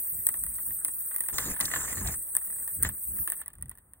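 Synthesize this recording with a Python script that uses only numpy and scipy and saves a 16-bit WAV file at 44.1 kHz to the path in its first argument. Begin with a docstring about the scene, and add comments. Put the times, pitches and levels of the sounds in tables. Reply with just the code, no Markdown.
"""A can of spray paint hisses at a concrete wall outdoors, an arm's length from two small microphones.
The hiss is heard mostly above 8 kHz; its lower band comes through in a few stretches.
The mixing ball strikes the can as the hand swings, and rattles on softly after the valve shuts.
Puffs of air buffet the microphones over a faint outdoor background."""
import sys
import numpy as np
from scipy import signal
from scipy.fft import rfft, irfft
from scipy.io import wavfile
from scipy.ndimage import uniform_filter1d

SR = 44100
rng = np.random.default_rng(int(sys.argv[2]) if len(sys.argv) > 2 else 0)


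def dump_mix(stems):
    """Bounce the given channels to the path in sys.argv[1] as a 16-bit WAV at rate SR."""
    frames = np.atleast_2d(stems).T  # one column per channel
    limited = np.clip(frames, -1, 1)  # hard clip at full scale
    pcm = np.round(limited * 32767).astype(np.int16)
    wavfile.write(sys.argv[1], SR, pcm)


N = 176400


def gain_of(db):
    """Decibels to amplitude."""
    return 10 ** (np.asarray(db) / 20)


def unit_rms(x):
    """Scales to rms 1."""
    return x / np.sqrt(np.mean(x ** 2) + 1e-20)


def at_hz(table, hz):
    """Interpolates a spectrum table over log frequency."""
    table_hz, values = np.transpose(table)
    return np.interp(np.log(hz + 1), np.log(table_hz + 1), values)


def add_at(mix, start_s, sound):
    """Mixes in a two-channel sound."""
    part = mix[:, max(round(start_s * SR), 0):][:, :sound.shape[1]]
    part += sound[:, :part.shape[1]]


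def coloured(x, colour):
    """Minimum-phase filter from a table of Hz and dB."""
    size = x.shape[-1]
    log_gain = np.log(gain_of(at_hz(colour, abs(np.fft.fftfreq(size, 1 / SR)))))
    response = np.exp(signal.hilbert(log_gain).conj()[:size // 2 + 1])
    return irfft(rfft(x) * response, size)


def noise(colour, size=N):
    """Two-channel coloured noise at rms 1."""
    return unit_rms(coloured(rng.standard_normal((2, size)), colour))


def stft_grid(size=256):
    """Frame times in seconds (column) and bin frequencies in Hz (row)."""
    frame_s = np.arange(N * 4 // size + 5) * (size // 4) / SR
    return frame_s[:, None], np.fft.rfftfreq(size, 1 / SR)


def turbulence(field_db, patch_db, flicker_db, size=256):
    """Two-channel noise under a time-frequency level, with drifting patches and quick flicker."""
    patches = uniform_filter1d(rng.standard_normal(field_db.shape), size=18, axis=0)
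    patches = unit_rms(uniform_filter1d(patches, size=8, axis=1))
    flicker = unit_rms(uniform_filter1d(rng.standard_normal((len(field_db), 1)), size=5, axis=0))
    real, imag = rng.standard_normal((2, 2) + field_db.shape)
    bins = (real + 1j * imag) * gain_of(field_db + patch_db * patches + flicker_db * flicker)
    return signal.istft(bins.transpose(0, 2, 1), nperseg=size, noverlap=size - size // 4)[1][:, :N]


def valve(shut_s=3.408, fall_db_per_s=607):
    """Nozzle flow: steady until the valve shuts."""
    return gain_of(-fall_db_per_s * np.maximum(np.arange(N) / SR - shut_s, 0))


# Each row: time in seconds, level at lower_hz in dB, level at upper_hz in dB.
JET_LEVELS = [(0.0, -39.5, -31.5), (0.51, -33.5, -36.5), (0.68, -38, -31.5), (0.82, -33, -39.5),
              (0.99, -38.5, -33), (1.08, -36.5, -35.5), (1.97, -34.5, -37.5), (2.75, -35.5, -36),
              (2.87, -45.5, -39.5), (3.07, -37, -35.5), (3.21, -40, -30.5), (3.4, -40, -42)]
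# Each row: frequency in Hz, relative density in dB.
JET_COLOUR = [(7820, -56.5), (8020, 3.5), (9500, 0), (11000, 3), (13500, 0.5), (15700, -2)]


def paint_jet(lower_hz=8900, upper_hz=12000):
    """The nozzle's turbulent hiss as heard above 8 kHz; its colour tilts as the can turns."""
    t, hz = stft_grid()
    times_s, lower_db, upper_db = np.transpose(JET_LEVELS)
    lower_db, upper_db = np.interp(t, times_s, lower_db), np.interp(t, times_s, upper_db)
    level = np.hypot(gain_of(lower_db), gain_of(upper_db))
    upper_share = np.clip((hz - lower_hz) / (upper_hz - lower_hz), 0, 1)
    tilt_db = lower_db * (1 - upper_share) + upper_db * upper_share - 20 * np.log10(level)
    hiss = unit_rms(coloured(turbulence(tilt_db, patch_db=3.0, flicker_db=-0.76), JET_COLOUR))
    return hiss * np.interp(np.arange(N) / SR, t[:, 0], level[:, 0]) * valve()


# Each row: start in seconds, end in seconds, level in dB.
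LOW_BAND_STRETCHES = [(1.332, 1.542, -37.5), (1.616, 2.15, -38.5), (2.834, 2.882, -36.5)]
# Each row: frequency in Hz, relative density in dB.
LOW_BAND_COLOUR = [(200, 8), (700, -1.5), (1900, 2.5), (2700, -7), (4100, -14.5), (6000, -18), (7800, -3.5),
                   (8400, -52)]


def hiss_low_band(faint_db=-61, treble_boost_db=16.5, shelf_hz=3300, edge_s=0.006):
    """The hiss below 8 kHz: mostly faint, it comes through louder and brighter in a few stretches."""
    t, hz = stft_grid(size=512)
    level, openness = gain_of(faint_db), 0
    for start_s, end_s, db in LOW_BAND_STRETCHES:
        gate = (np.tanh((t - start_s) / edge_s) - np.tanh((t - end_s) / edge_s)) / 2
        level = level + gate * gain_of(db)
        openness = openness + gate
    shelf = np.clip(np.log2((hz + 1) / shelf_hz), 0, 1)
    field_db = at_hz(LOW_BAND_COLOUR, hz) + treble_boost_db * openness * shelf
    field_db -= 10 * np.log10((gain_of(field_db) ** 2).sum(1, keepdims=True))  # equal power per frame
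    hiss = unit_rms(turbulence(field_db, patch_db=4.0, flicker_db=2.0, size=512))
    return hiss * np.interp(np.arange(N) / SR, t[:, 0], level[:, 0]) * valve()


# Each row: frequency in Hz, relative density in dB.
BACKGROUND_COLOUR = [(150, 6.5), (400, 1.5), (1500, -1), (7600, -41), (8100, 4), (15700, -1.5)]


def background(level_db=-63):
    """Faint, steady outdoor noise."""
    return gain_of(level_db) * noise(BACKGROUND_COLOUR)


# Each row: centre in seconds, half width in seconds, level in dB.
PUFFS = [(0.171, 0.049, -52.5), (0.47, 0.086, -49), (0.7, 0.032, -51), (1.47, 0.059, -47),
         (1.84, 0.15, -50.5), (2.062, 0.065, -34.5), (2.851, 0.056, -34.5), (3.11, .035, -44.5),
         (3.211, 0.021, -44), (3.64, 0.064, -46.5)]
# Each row: frequency in Hz, relative density in dB.
WIND_COLOUR = [(20, -27), (55, 4.5), (190, -11.5), (350, -23.5), (2000, -78)]


def wind(calm_db=-64.5):
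    """Puffs of air buffet the microphones with a low rumble."""
    t = np.arange(N) / SR
    rumble = noise(WIND_COLOUR)
    steady = rumble / np.sqrt(uniform_filter1d(rumble ** 2, size=3200, axis=1))
    puffs = sum(gain_of(db) * np.exp(-((t - centre_s) / width_s) ** 2) for centre_s, width_s, db in PUFFS)
    return steady * (gain_of(calm_db) + puffs)


# Each row: start in seconds, level in dB.
BURSTS = [(0.267, -35), (0.847, -35.5), (0.5515, -46), (1.382, -22.5), (1.608, -22.5), (1.653, -23.5),
          (2.073, -30)]
# Each row: frequency in Hz, relative density in dB.
BURST_COLOUR = [(1500, -28), (3800, 7), (12000, 6)]


def spits_and_clacks(swell_s=0.0021, size=2048):
    """Short broadband bursts: spits of paint and the ball's hardest clacks."""
    out = np.zeros((2, N))
    age = np.arange(size) / SR / swell_s
    envelope = age * np.exp(1 - age)
    for start_s, db in BURSTS:
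        add_at(out, start_s, gain_of(db) * noise(BURST_COLOUR, size) * envelope)
    return out


# Each row: frequency in Hz, relative level in dB, T60 in seconds.
CAN_MODES = [(747, -8.5, 0.0079), (1123, 0, 0.02), (1446, -2, 0.015), (1828, 5, 0.025)]
# Each row of both: frequency in Hz, relative density in dB.
TICK_COLOUR = [(3000, -29), (7850, -26), (8050, -3), (9900, 2), (13000, -6), (15600, -4.5)]
CRACK_COLOUR = [(100, -4.5), (1800, 4.5), (3600, -1.5), (7500, -21)]


def ball_strike(tick_db, ring_db, size=3072):
    """Ball hits can: a bright tick, a broad crack and the wall's damped modes, low ones last."""
    contact_s, tail_db, tail_t60_s = 0.0005, -11.5, 0.021
    crack_db, crack_t60_s = -3.5, 0.093
    pitch_spread, lag_at_1khz_s = 0.079, 0.001964

    def unit_energy(x):
        """Scales each channel to the energy of 1 ms at rms 1."""
        return x * np.sqrt(0.001 * SR / (x ** 2).sum(1, keepdims=True))

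    t = np.arange(size) / SR
    attack = np.minimum(t / contact_s, 1)
    tick_noise, crack_noise = rng.standard_normal((2, 2, size))
    dwell_s = contact_s * rng.uniform(1, 1.03)
    snap = np.exp(-(t / dwell_s) ** 2 / 2)
    tail = gain_of(tail_db - 60 * t / tail_t60_s)
    tick = coloured(tick_noise * attack * (snap + tail), TICK_COLOUR)
    crack = coloured(crack_noise, CRACK_COLOUR) * attack * gain_of(-60 * t / crack_t60_s)
    modes = np.zeros((2, size))
    pitch = np.exp(pitch_spread * rng.uniform(-0.79, 1))  # varies with the spot struck
    for hz, db, t60_s in CAN_MODES:
        age_s = np.maximum(t - lag_at_1khz_s * 1e3 / hz, 0)  # low bending waves arrive later
        strength, detune, phase = rng.standard_normal((3, 2, 1))
        mode_hz = hz * pitch * (1 + 0.047 * detune[0])
        envelope = gain_of(db + 2 * strength - 60 * age_s / t60_s) * np.minimum(age_s * hz, 1)
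        modes += envelope * np.sin(2 * np.pi * (mode_hz * age_s + phase))
    ring = unit_energy(modes) + gain_of(crack_db) * unit_energy(crack)
    return gain_of(tick_db) * unit_energy(tick) + gain_of(ring_db) * ring


# Each row: start in seconds, tick in dB, ring in dB.
STRIKES = [(0.268, -7, -36), (0.2886, -9.5, -33.5), (0.3407, -21.5, -36.5), (0.4373, -15.5, -41.5),
           (0.4648, -22, -42.5), (0.5837, -30, -40), (0.706, -29, -42), (0.8485, -11.5, -36),
           (0.8823, -18.5, -38), (1.1137, -40, -40), (1.1623, -14.5, -40), (1.206, -13.5, -34),
           (1.286, -16, -32.5), (1.3832, -22, -22), (1.6022, -14.5, -28.5), (1.6076, -16.5, -26.5),
           (1.7141, -24.5, -26.5), (1.7362, -27, -19), (1.759, -33, -21), (2.3512, -14, -36),
           (2.3666, -8, -35), (2.6769, -21, -39), (2.8261, -12.5, -36), (2.832, -8, -40),
           (2.848, -23, -22.5), (2.8899, -20.5, -34), (3.168, -45, -46.5), (3.1852, -35, -43),
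           (3.275, -18, -29.5), (3.3006, -14.5, -39.5), (3.32, -17, -31.5), (3.415, -25.5, -39),
           (3.4604, -29.5, -48), (3.4804, -23.5, -45.5), (3.5329, -38, -61), (3.6244, -23, -46),
           (3.6943, -26, -55), (3.714, -35, -45), (3.935, -36, -56)]
# Each row: start in seconds, end in seconds, base tick in dB, base ring in dB.
RATTLE_BOUTS = [(1.096, 1.32, -30, -45), (1.38, 2.14, -44, -38.5), (2.38, 2.6, -34, -51),
                (3.279, 3.5, -47, -54.5), (3.52, 3.8, -44, -59)]


def mixing_ball(rattles_per_s=42, spread_db=2.5):
    """The loose ball hits the can in clear strikes and bouts of small random rattles."""
    out = np.zeros((2, N))
    for start_s, tick_db, ring_db in STRIKES:
        add_at(out, start_s, ball_strike(tick_db, ring_db))
    for start_s, end_s, tick_db, ring_db in RATTLE_BOUTS:
        for slot_s in np.arange(start_s, end_s, 1 / rattles_per_s):
            tick_extra_db, ring_extra_db = spread_db * np.minimum(rng.exponential(size=2), 2)
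            hit_s = slot_s + rng.random() / rattles_per_s
            add_at(out, hit_s, ball_strike(tick_db + tick_extra_db, ring_db + ring_extra_db))
    return out


# Each row: frequency in Hz, left lead in radians.
MIC_PHASE = [(1000, 0), (1450, 1.5), (1950, -0.6), (2250, -3), (4200, -3.7), (6000, -2.95), (8000, -0.3),
             (9100, 0), (11200, 3), (12300, 3.4), (14400, 6.1)]
# Each row: frequency in Hz, left-right coherence as a ratio.
MIC_COHERENCE = [(800, 1), (1300, .72), (4000, .78), (7500, .8), (8100, .97), (12000, .94)]
# Each row: frequency in Hz, left minus right in dB.
MIC_BALANCE = [(700, 0), (2000, -3), (2800, 0)]


def microphone_pair(mid_side):
    """Mid and side to left and right, with the pair's coherence, phase and balance."""
    hz = np.fft.rfftfreq(2 * N, 1 / SR)
    coherence = np.clip(at_hz(MIC_COHERENCE, hz), -1, 1)
    mid, side = rfft(mid_side, 2 * N) * np.sqrt([(1 + coherence) / 2, (1 - coherence) / 2])
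    skew = np.exp(0.5j * at_hz(MIC_PHASE, hz)) * np.sqrt(gain_of(at_hz(MIC_BALANCE, hz)))
    return irfft(np.array([(mid + side) * skew, (mid - side) / skew]))[:, :N]


def scene():
    """Spray can, background and wind at the microphones."""
    mix = background() + paint_jet() + hiss_low_band() + spits_and_clacks() + mixing_ball() + wind()
    return microphone_pair(mix)


def record(dry, cutoff_hz=15900):
    """Steep low-pass on the top treble."""
    lowpass = signal.firwin(511, cutoff_hz, window=("kaiser", 9), fs=SR)
    return signal.oaconvolve(dry, lowpass[None], "same")


dry = scene()
out = record(dry)
dump_mix(out)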